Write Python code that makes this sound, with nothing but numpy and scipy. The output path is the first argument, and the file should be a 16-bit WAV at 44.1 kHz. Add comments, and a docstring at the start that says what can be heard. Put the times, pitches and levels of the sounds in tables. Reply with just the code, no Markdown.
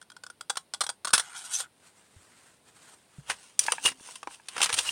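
"""Short metallic tears come first, over faint room air: scissors shear a thin aluminium can by fracture bursts.
The blades clack shut, break through, ring the freed wall modally, and scrape and catch by stick-slip on the
way out. Gloves rub, low thuds are damped sines, and friction squeals glide in pitch. Then the opened sheet is
dragged over a wooden block: it scrapes, snaps, scuffs, knocks dully on the wood and buckles.
A small, cloth-hung room adds a short diffuse tail."""
import sys
import numpy as np
from scipy import signal
from scipy.io import wavfile
from scipy.ndimage import uniform_filter1d

SR = 44100
rng = np.random.default_rng(int(sys.argv[2]) if len(sys.argv) > 2 else 0)


def materialize(psi):
    """Save the field psi as 16-bit PCM at rate SR to the path in sys.argv[1].

    A 1-D psi becomes a single channel; in a 2-D psi each row is a channel.
    """
    bounded = np.clip(np.atleast_2d(psi).T, -1, 1)
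    quanta = np.round(bounded * 32767).astype(np.int16)
    wavfile.write(sys.argv[1], SR, quanta)


N = 216575  # samples
TAPS = 4096  # length of the colouring filters
HZ = np.fft.rfftfreq(TAPS, 1 / SR) + 1  # their frequency grid, kept above zero for logarithms
FIRM_DB = -35  # level, before layer gain, that divides light contact from firm


def amp(db):
    """Decibel law: level to amplitude gain."""
    return 10 ** (np.asarray(db) / 20)


def rms(x):
    """Effective value: root of the mean square."""
    return np.sqrt(np.mean(x ** 2) + 1e-20)


def read(points, hz):
    """Spectral envelope: table values joined by straight lines over log frequency."""
    f, value = np.transpose(points)
    return np.interp(np.log(hz + 1), np.log(f + 1), value)


def add(mix, s, sound):
    """Superposition: lays a sound into the mix from time s, in seconds."""
    part = mix[max(round(s * SR), 0):][:len(sound)]
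    part += sound[:len(part)]


def lifts(modes):
    """Resonance: the summed decibel curve of bell-shaped peaks."""
    return sum(db / (1 + (2 * (HZ - hz) / width) ** 2) for hz, width, db in modes)


def colour(x, curve_db):
    """Minimum-phase filtering: resonances ring after the blow, never before."""
    log_gain = np.log(amp(np.maximum(curve_db - curve_db.max(), -100)))
    circle = np.concatenate([log_gain, log_gain[-2:0:-1]])
    # the phase follows from the log gain by the Hilbert transform
    response = np.fft.ifft(np.exp(np.conj(signal.hilbert(circle)))).real
    return signal.fftconvolve(x, response)[:len(x)]


def grains(size, per_s, spread_db, hiss):
    """Granular excitation: sparse slips of uneven size over a fine hiss."""
    chance = rng.random(size)
    strength = rng.exponential(1, size)
    fine = rng.standard_normal(size)
    slips = np.sign(fine) * (chance < per_s / SR) * amp(spread_db * np.minimum(strength, 3))
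    return slips / rms(slips) + hiss * fine


def fractures(rows, body_db, panel_db, panel_octaves, attack_s, per_s, spread_db, ripple_db):
    """Forced vibration: each row is a run of micro-impulses that shakes a body and dies away."""
    out, t = np.zeros(N), np.arange(SR // 6) / SR
    for s, db, length, t60, hz, tilt_db in rows:
        decay = amp(-60 * np.maximum(t - length, 0) / t60)
        force = (1 - np.exp(-t / attack_s)) * decay
        panel = panel_db * np.exp(-(np.log2(HZ / hz) / panel_octaves) ** 2)
        slope = tilt_db * np.log2(np.clip(HZ, 400, 12000))
        # the crowded upper modes shift each time the wall bends
        crowd = uniform_filter1d(uniform_filter1d(rng.standard_normal(len(HZ)), size=14), size=10)
        ripple = ripple_db * crowd / rms(crowd) * HZ / (HZ + 2000)
        slips = force * grains(len(t), per_s, spread_db, hiss=0.25)
        burst = colour(slips, body_db + panel + slope + ripple)
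        head = burst[:round((length + .005) * SR)]  # the level refers to this opening part
        add(out, s, amp(db) * burst / rms(head))
    return out


def shimmer(x, depth_db, width_hz, hold_s):
    """Modal excitation by position: a wandering contact point favours ever different groups of modes."""
    z = signal.stft(x, SR, nperseg=1024, noverlap=768)[2]
    across = signal.windows.gaussian(41, width_hz * 1024 / SR)
    along = signal.windows.gaussian(41, hold_s * SR / 256)
    field = signal.fftconvolve(rng.standard_normal(z.shape), np.outer(across, along), "same")
    varied = z * amp(depth_db * field / rms(field))
    return signal.istft(varied, SR, nperseg=1024, noverlap=768)[1][:len(x)]


def rub(level_db, treble_db, body_db, per_s, spread_db, hiss, chatter_db, chatter_hz, shimmer_db):
    """Stick-slip friction: grains under unsteady pressure; a sharper contact gives more treble."""
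    slow = signal.butter(2, chatter_hz, fs=SR, output="sos")
    chatter = signal.sosfilt(slow, rng.standard_normal(N))
    slips = grains(N, per_s, spread_db, hiss) * amp(chatter_db * chatter / rms(chatter))
    sound = colour(shimmer(slips, shimmer_db, width_hz=63, hold_s=0.011), body_db)
    body = signal.sosfiltfilt(signal.butter(3, 2500, fs=SR, output="sos"), sound)
    treble, edge = sound - body, amp(treble_db)
    # the blend holds its power whatever the treble share
    blend = (body / rms(body) + edge * treble / rms(treble)) / np.sqrt(1 + edge ** 2)
    return blend * amp(level_db)


def contact(rows):
    """Contact pressure: a level curve in dB that fades quickly beyond both ends."""
    s, level_db = np.transpose(rows)
    t = np.arange(N) / SR
    outside_s = abs(t - np.clip(t, s[0], s[-1]))
    return np.interp(t, s, level_db) - np.minimum((outside_s / .01) ** 2, 80)


def ring(rows, modes):
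    """Free vibration: a sudden flip of the thin wall rings its modes, a little differently each time."""
    out, t = np.zeros(N), np.arange(SR // 6) / SR
    for s, db in rows:
        tone = np.zeros(len(t))
        for hz, mode_db, t60 in modes:
            cycles = hz * rng.normal(1, 0.0026) * t + rng.random()
            tone += amp(mode_db - 60 * t / t60) * np.sin(2 * np.pi * cycles)
        # the glove damps the first wide swing
        tone *= (1 - np.exp(-t / 0.0017)) * (0.15 + np.exp(-t / 0.0014))
        add(out, s, amp(db) * tone / rms(tone[:SR // 125]))
    # so small a panel radiates no bass
    return signal.sosfilt(signal.butter(2, 450, "high", fs=SR, output="sos"), out)


# spectrum of the quiet room: pitch_hz [Hz], relative level_db [dB]
AIR_SPECTRUM = [(20, -34.5), (45, -12), (80, 0), (170, 3.5), (1000, -3), (1300, -9), (4000, -9.5),
                (7300, -20), (9300, -6), (11000, -20.5), (16000, -23)]
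AIR_DB = -66


def room_air():
    """Broadband noise: steady random pressure shaped by the spectrum of the room."""
    air = colour(rng.standard_normal(N), read(AIR_SPECTRUM, HZ))
    return amp(AIR_DB) * air / rms(air)


# break through the edge: start_s [s], level_db [dB]
BREAK = [(1.1345, -16)]
# the panel beside the blades rises in pitch as the uncut part shortens, and rings longer once freed
PANEL_START_HZ, CUT_SHARE_PER_S, FREED_PANEL_HZ = 640, .39, 1850
LIGHT_PING_HZ = 1490  # a burst lighter than FIRM_DB only pings the stiff wall
HELD_T60_S, FREED_T60_S = 0.022, .048
HELD_TILT_DB, FREED_TILT_DB = 1.24, 2.25  # per octave


def shear_burst(s, db, length):
    """Boundary conditions: force and progress of the cut set a burst's decay, panel resonance and tilt."""
    if s > BREAK[0][0] - .01:
        return s, db, length, FREED_T60_S, FREED_PANEL_HZ, FREED_TILT_DB
    uncut = max(1 - CUT_SHARE_PER_S * s, .1)
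    hz = LIGHT_PING_HZ if db < FIRM_DB else PANEL_START_HZ / uncut
    return s, db, length, HELD_T60_S, hz, HELD_TILT_DB


# tears of the can wall, clacks of the closing blades, and a late catch of the blade:
# start_s [s], level_db before layer gain [dB], burst_length_s [s]
SHEAR_BURSTS = [(0.014, -46.5, 0.0027), (0.025, -49.5, 0.0012), (0.1, -47, 0.0024), (0.118, -48, .001),
                (0.165, -43.5, 0.0013), (0.236, -38.5, 0.0012), (0.265, -40, 0.00081), (0.3, -40.5, 0.0019),
                (0.409, -35.5, 0.0021), (0.497, -25, 0.0087), (0.556, -39, .0007), (0.57, -27.5, 0.0046),
                (0.737, -28.5, 0.001), (0.744, -33.5, 0.0012), (0.807, -23, 0.012), (0.836, -33.5, 0.0071),
                (0.865, -31, 0.0011), (0.891, -27.5, 0.0011), (0.897, -31, 0.0032), (1.047, -27.5, .006),
                (1.071, -31, .012), (1.091, -37.5, 0.0011), (1.105, -35.5, .001), (1.1308, -25, .001),
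                (1.1343, -12.5, 0.0022), (1.146, -22, 0.0082), (1.178, -20.5, 0.0018), (1.195, -24, 0.0037),
                (1.233, -61, .001), (1.6, -32.5, .008)]
# radiation of the can: pitch_hz [Hz], relative level_db [dB]
CAN_RADIATION = [(30, -29), (100, -16.5), (300, -10.5), (650, -2.5), (1100, 2.5), (1700, -7.5), (2300, -8),
                 (2800, -8.5), (3400, -2.5), (5400, -3), (7000, -8), (9000, -2.5), (11500, -24.5),
                 (15000, -30.5)]
# resonances of can and blades: pitch_hz [Hz], width_hz [Hz], lift_db [dB]
CAN_MODES = [(497.5, 35, 4.5), (960, 75, 0), (1460, 320, 12), (3350, 370, 5), (8790, 310, 6)]


def shearing():
    """Fracture and impact: tears of the can wall, clacks of the closing blades, a late catch of the blade."""
    rows = [shear_burst(*row) for row in SHEAR_BURSTS]
    body_db = read(CAN_RADIATION, HZ) + lifts(CAN_MODES)
    bursts = fractures(rows, body_db, panel_db=5.5, panel_octaves=0.21, attack_s=0.00037,
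                       per_s=6000, spread_db=2.5, ripple_db=4.0)
    return amp(-0.75) * bursts


# low thuds under the break, the knocks and the handling:
# start_s [s], nominal level_db [dB], pitch_hz [Hz]
THUDS = [(1.131, -41.5, 115), (1.135, -29, 306), (2.163, -43.5, 90), (3.184, -31, 141), (3.301, -35.5, 403),
         (3.853, -48, 83.6), (4.27, -42, 327), (4.731, -41, 99), (4.786, -51, 70)]
THUD_CYCLES = 9  # swings until a thud has fallen by 60 dB


def low_thuds():
    """Damped oscillation: low, quickly decaying thuds under the break, the knocks and the handling."""
    out, t = np.zeros(N), np.arange(SR // 3) / SR
    for s, db, hz in THUDS:
        thud = amp(-60 * t * hz / THUD_CYCLES) * np.sin(2 * np.pi * hz * t)
        # the frame sways lower and longer
        frame = amp(-23.5 - 60 * t / 0.25) * np.sin(2 * np.pi * 62 * t)
        add(out, s, amp(db) * (1 - np.exp(-t / 0.0023)) * (thud + frame))
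    return out


# modes of the freed wall: centre pitch_hz [Hz], relative level_db [dB], t60_s [s]
WALL_MODES = [(1403, 5.5, 0.057), (1762, -14, 0.13), (2590, -8.5, 0.15), (4214, -9.5, .06), (5700, -9, .06),
              (10200, -2.5, 0.14)]


def freed_wall():
    """Modal ringing: the blades break through the edge and the freed wall sounds."""
    return ring(BREAK, WALL_MODES)


# the blades slide back out of the slit: time_s [s], level_db before layer gain [dB]
BLADE_RUB = [(1.24, -48.5), (1.33, -49), (1.38, -39), (1.436, -47), (1.454, -38), (1.492, -47.5),
             (1.542, -26.5), (1.56, -32), (1.576, -34.5), (1.604, -30.5), (1.654, -54.5), (1.68, -86)]
# colour of the blade rub: pitch_hz [Hz], relative level_db [dB]
BLADE_COLOUR = [(88, -76), (150, -35.5), (601, -31), (716, -10), (1390, -16.5), (2500, -11.5), (2980, -7.5),
                (7180, -1.5), (8730, 0.5), (16000, -32)]
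# treble over body at FIRM_DB; dB more for each dB of level
BLADE_TREBLE_DB, BLADE_BRIGHTENING = 12.5, 0.93


def blade_slide():
    """Stick-slip friction: the blades scrape out of the slit, brighter where they press harder."""
    slide_db = contact(BLADE_RUB)
    treble_db = BLADE_TREBLE_DB + BLADE_BRIGHTENING * (slide_db - FIRM_DB)
    body_db = read(BLADE_COLOUR, HZ) + lifts(CAN_MODES)
    blade = rub(slide_db, treble_db, body_db, per_s=2800, spread_db=4, hiss=0.37,
                chatter_db=0.2, chatter_hz=160.4, shimmer_db=3.5)
    return amp(-1.37) * blade


# friction locks on to one mode of the metal:
# start_s [s], end_s [s], nominal peak level_db [dB], start_pitch_hz [Hz], end_pitch_hz [Hz]
SQUEALS = [(1.529, 1.589, -32.5, 5870, 6540), (1.593, 1.683, -51.5, 1476, 1405),
           (3.751, 4.052, -60.5, 279.3, 249.7), (3.835, 3.895, -26, 2830, 2865),
           (3.852, 3.899, -28.5, 9030, 9190), (4.85, 4.926, -30, 2950, 2740)]


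def squeals():
    """Friction-driven oscillation: short unsteady tones glide as the metal flexes."""
    out = np.zeros(N)
    for start, end, db, from_hz, to_hz in SQUEALS:
        size = max(round((end - start) * SR), 500)
        smooth = uniform_filter1d(rng.standard_normal((2, SR)), size=150)
        waver, flutter = smooth[:, :size] * np.sqrt(150)  # back to unit strength
        hz = np.linspace(from_hz, to_hz, size) * (1 + 0.0057 * waver)
        tone = np.sin(2 * np.pi * np.cumsum(hz) / SR)
        add(out, start, amp(db + 6.8 * flutter) * np.hanning(size) * tone)
    return out


# the gloves shift on the can: time_s [s], level_db before layer gain [dB]
GLOVE_RUB = [(1.7, -77.5), (1.794, -69), (1.864, -54.5), (1.928, -68), (1.984, -61.5), (2.092, -67),
             (2.156, -62), (2.502, -60), (2.606, -73), (2.636, -72), (2.688, -56), (2.722, -68),
             (2.756, -58.5), (2.942, -55), (2.952, -62), (3.06, -69), (3.192, -61), (3.25, -78)]
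# colour of the glove rub: pitch_hz [Hz], relative level_db [dB]
GLOVE_COLOUR = [(59, -31), (100, -9.5), (271, -7.5), (570, -9), (1550, -4.5), (2130, -8.5), (6150, -12.5),
                (8640, -5.5), (11400, -24), (16000, -31)]


def glove_rub():
    """Soft friction: the gloves rub with much hiss between their slips."""
    gloves = rub(contact(GLOVE_RUB), 2.5, read(GLOVE_COLOUR, HZ), per_s=730, spread_db=6.5, hiss=2.6,
                 chatter_db=1.06, chatter_hz=40.6, shimmer_db=2.0)
    return amp(-.5) * gloves


# strokes of the sheet over the block:
# peak_s [s], level_db before layer gain [dB], rise_s [s], fall_s [s], treble_over_body_db [dB]
STROKES = [(3.311, -32, 0.04, 0.035, 0.5), (3.43, -53, 0.32, 0.21, 5), (3.607, -35.5, 0.0063, 0.17, 11.5),
           (3.71, -42.5, 0.12, 0.19, 2.5), (3.861, -26, 0.044, 0.056, 13.5), (4.092, -45, 0.16, 0.16, 8.5),
           (4.323, -47, .05, 0.084, 7), (4.5, -59, 0.2, 0.072, 3), (4.636, -34, 0.14, 0.11, -0.5),
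           (4.738, -32, 0.037, 0.048, 5.5), (4.781, -26.5, 0.025, 0.067, 8), (4.88, -32, 0.1, 0.24, 8)]
STROKE_DROP_DB, STROKE_ROUNDNESS = 21.5, 1.39  # drop over one rise or fall time; exponent of that drop


def strokes():
    """Energy summation: strokes swell to a peak and die away; gives level and treble in dB."""
    t, power, treble = np.arange(N) / SR, np.full(N, 1e-14), np.zeros(N)
    for s, db, rise, fall, treble_db in STROKES:
        away = np.minimum(np.maximum((s - t) / rise, (t - s) / fall), 4)
        swell = amp(db - STROKE_DROP_DB * away ** STROKE_ROUNDNESS) ** 2
        power += swell
        treble += swell * treble_db
    return 10 * np.log10(power), treble / power


# colour of the scrape: pitch_hz [Hz], relative level_db [dB]
SCRAPE_COLOUR = [(59, -35), (100, -21.5), (302, -23.5), (461, -25), (991, -14.5), (2220, -13.5), (2820, -4),
                 (4020, -7), (6020, -4.5), (7450, -6.5), (9020, -3.5), (12100, -26), (16000, -24)]
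# resonances of the sheet: pitch_hz [Hz], width_hz [Hz], lift_db [dB]
SHEET_MODES = [(481, 65, 8), (830, 600, 3.5), (9270, 1700, 5)]


def sheet_scrape():
    """Stick-slip friction: the opened sheet scrapes over the edge of the block."""
    level_db, treble_db = strokes()
    body_db = read(SCRAPE_COLOUR, HZ) + 0.89 * lifts(SHEET_MODES)
    scrape = rub(level_db, treble_db, body_db, per_s=800, spread_db=-1.5, hiss=1.0,
                 chatter_db=1.0, chatter_hz=110, shimmer_db=2.5)
    return amp(-2.0) * scrape


BURST_T60_S, BURST_T60_PER_SLIP = 0.028, 1.25  # a long slip dies away more slowly
# a burst pitched one octave higher is brighter by this much per octave
NEUTRAL_HZ, BURST_TILT_DB = 2750, 4.5


def sheet_burst(s, db, length, hz):
    """Spectral scaling: a high-pitched burst is bright, a low one dull."""
    t60 = BURST_T60_S + BURST_T60_PER_SLIP * length
    return s, db, length, t60, hz, BURST_TILT_DB * np.log2(hz / NEUTRAL_HZ)


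# small random crinkles under the strokes: their level is relative to the stroke's
CRINKLES_PER_S, CRINKLE_DB, CRINKLE_SPREAD_DB = 18, -7, 4.5
CRINKLE_SLIP_S, CRINKLE_HZ, CRINKLE_OCTAVES = 0.0016, 2800, 0.74


def crinkles(level_db):
    """Poisson process: small snaps at random moments whose level follows the stroke that causes them."""
    draws = rng.standard_normal((120, 4))
    gaps = (draws[:, 0] ** 2 + draws[:, 1] ** 2) / 2  # exponentially distributed, mean 1
    times = STROKES[0][0] + np.cumsum(gaps) / CRINKLES_PER_S
    rows = []
    for s, (strength, pitch) in zip(times, draws[:, 2:]):
        if s < (N - 1) / SR:
            db = level_db[int(s * SR)] + CRINKLE_DB + CRINKLE_SPREAD_DB * strength
            rows.append((s, db, CRINKLE_SLIP_S, CRINKLE_HZ * 2 ** (CRINKLE_OCTAVES * pitch)))
    return rows


# snaps and scuffs of the opened sheet, and its dull knocks on the wooden block:
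# start_s [s], level_db before layer gain [dB], slip_length_s [s], pitch_hz of the emphasised band [Hz]
SHEET_BURSTS = [(3.298, -25, 0.0069, 1980), (3.592, -12, 0.00071, 6000), (3.637, -36, 0.0029, 5500),
                (3.664, -31.5, 0.0031, 5100), (3.7205, -17.5, 0.00047, 2780), (3.735, -36.5, 0.00091, 900),
                (3.857, -19, 0.0062, 2840), (3.877, -30.5, 0.0012, 1720), (3.918, -42, .0014, 1880),
                (4.087, -43.5, 0.0014, 1000), (4.156, -37.5, 0.00071, 3220), (4.23, -36, .0006, 1310),
                (4.272, -31, 0.00067, 930), (4.344, -46, 0.0014, 2880), (4.485, -33, 0.0009, 3630),
                (4.565, -31, 0.0011, 1520), (4.58, -29.5, .002, 1780), (4.604, -25.5, 0.00059, 1540),
                (4.616, -18, 0.00091, 2920), (4.628, -18, 0.0055, 3450), (4.642, -21, 0.0014, 4150),
                (4.658, -26.5, 0.0013, 2520), (4.666, -33, .001, 2010), (4.691, -29, 0.012, 1970),
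                (4.726, -25.5, 0.0051, 3340), (4.741, -23.5, 0.0017, 3760), (4.7875, -18.5, 0.00072, 3420)]
# radiation of the sheet: pitch_hz [Hz], relative level_db [dB]
SHEET_RADIATION = [(30, -44), (100.0, -34.5), (300.0, -13.5), (600.0, -10), (1000.0, 0.0), (1700.0, 0),
                   (2200.0, -0.5), (2720.0, 3), (4200.0, -2), (6000.0, -0.5), (7600.0, -4.5),
                   (9200.0, -0.5), (11500.0, -20), (15000.0, -25)]


def sheet_snaps_and_knocks():
    """Impulsive excitation: snaps, scuffs and crinkles of the sheet, and its dull knocks on the wooden block."""
    level_db, _ = strokes()
    rows = [sheet_burst(*row) for row in list(SHEET_BURSTS) + crinkles(level_db)]
    body_db = read(SHEET_RADIATION, HZ) + lifts(SHEET_MODES)
    bursts = fractures(rows, body_db, panel_db=5.5, panel_octaves=0.34, attack_s=0.00017,
                       per_s=4200, spread_db=4.5, ripple_db=3.2)
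    return amp(-0.71) * bursts


# a dent in the sheet flips over: start_s [s], level_db [dB]
BUCKLES = [(3.683, -22), (3.782, -35), (3.998, -56.5), (4.309, -51), (4.398, -53)]
# modes of the dent: centre pitch_hz [Hz], relative level_db [dB], t60_s [s]
DENT_MODES = [(909, 7, 0.062), (1240, -3, 0.037), (1652, 7.5, 0.046), (2340, 1, 0.033), (2610, -2, 0.1),
              (3240, -13, 0.042)]


def sheet_buckles():
    """Snap-through buckling: a dent flips over and rings its own modes."""
    return ring(BUCKLES, DENT_MODES)


# decay of the room: pitch_hz [Hz], t60_s [s]
ROOM_DECAY = [(200, 0.067), (1200, 0.13), (5000, 0.1), (14000, 0.15)]


def room(x):
    """Diffuse reverberation: a short tail of dense reflections, each band dying at its own speed."""
    taps = rng.standard_normal(SR // 3) * (np.arange(SR // 3) > .004 * SR)
    hz, t, z = signal.stft(taps, SR, nperseg=256)
    decay = amp(-60 * t / read(ROOM_DECAY, hz)[:, None])
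    tail = signal.istft(z * decay, SR, nperseg=256)[1]
    return signal.fftconvolve(x, tail / np.linalg.norm(tail))[:N]


def scene():
    """Superposition: can, thuds, gloves and sheet, with their reflections, in the quiet room."""
    air = room_air()
    can = shearing() + freed_wall() + blade_slide()
    opened_sheet = sheet_scrape() + sheet_snaps_and_knocks() + sheet_buckles()
    near = can + low_thuds() + squeals() + glove_rub() + opened_sheet
    return (near + amp(-15) * room(near) + air)[None]


CEILING, EDGE_HZ = .9, 16200  # largest rounded amplitude; upper band limit in Hz


def record(dry):
    """Soft saturation rounds the sharpest peaks; a linear-phase low-pass then limits the band."""
    rounded = CEILING * np.tanh(dry / CEILING)
    low_pass = signal.firwin(511, EDGE_HZ, window=("kaiser", 9), fs=SR)
    return signal.oaconvolve(rounded, low_pass[None], "same")


dry = scene()
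out = record(dry)
materialize(out)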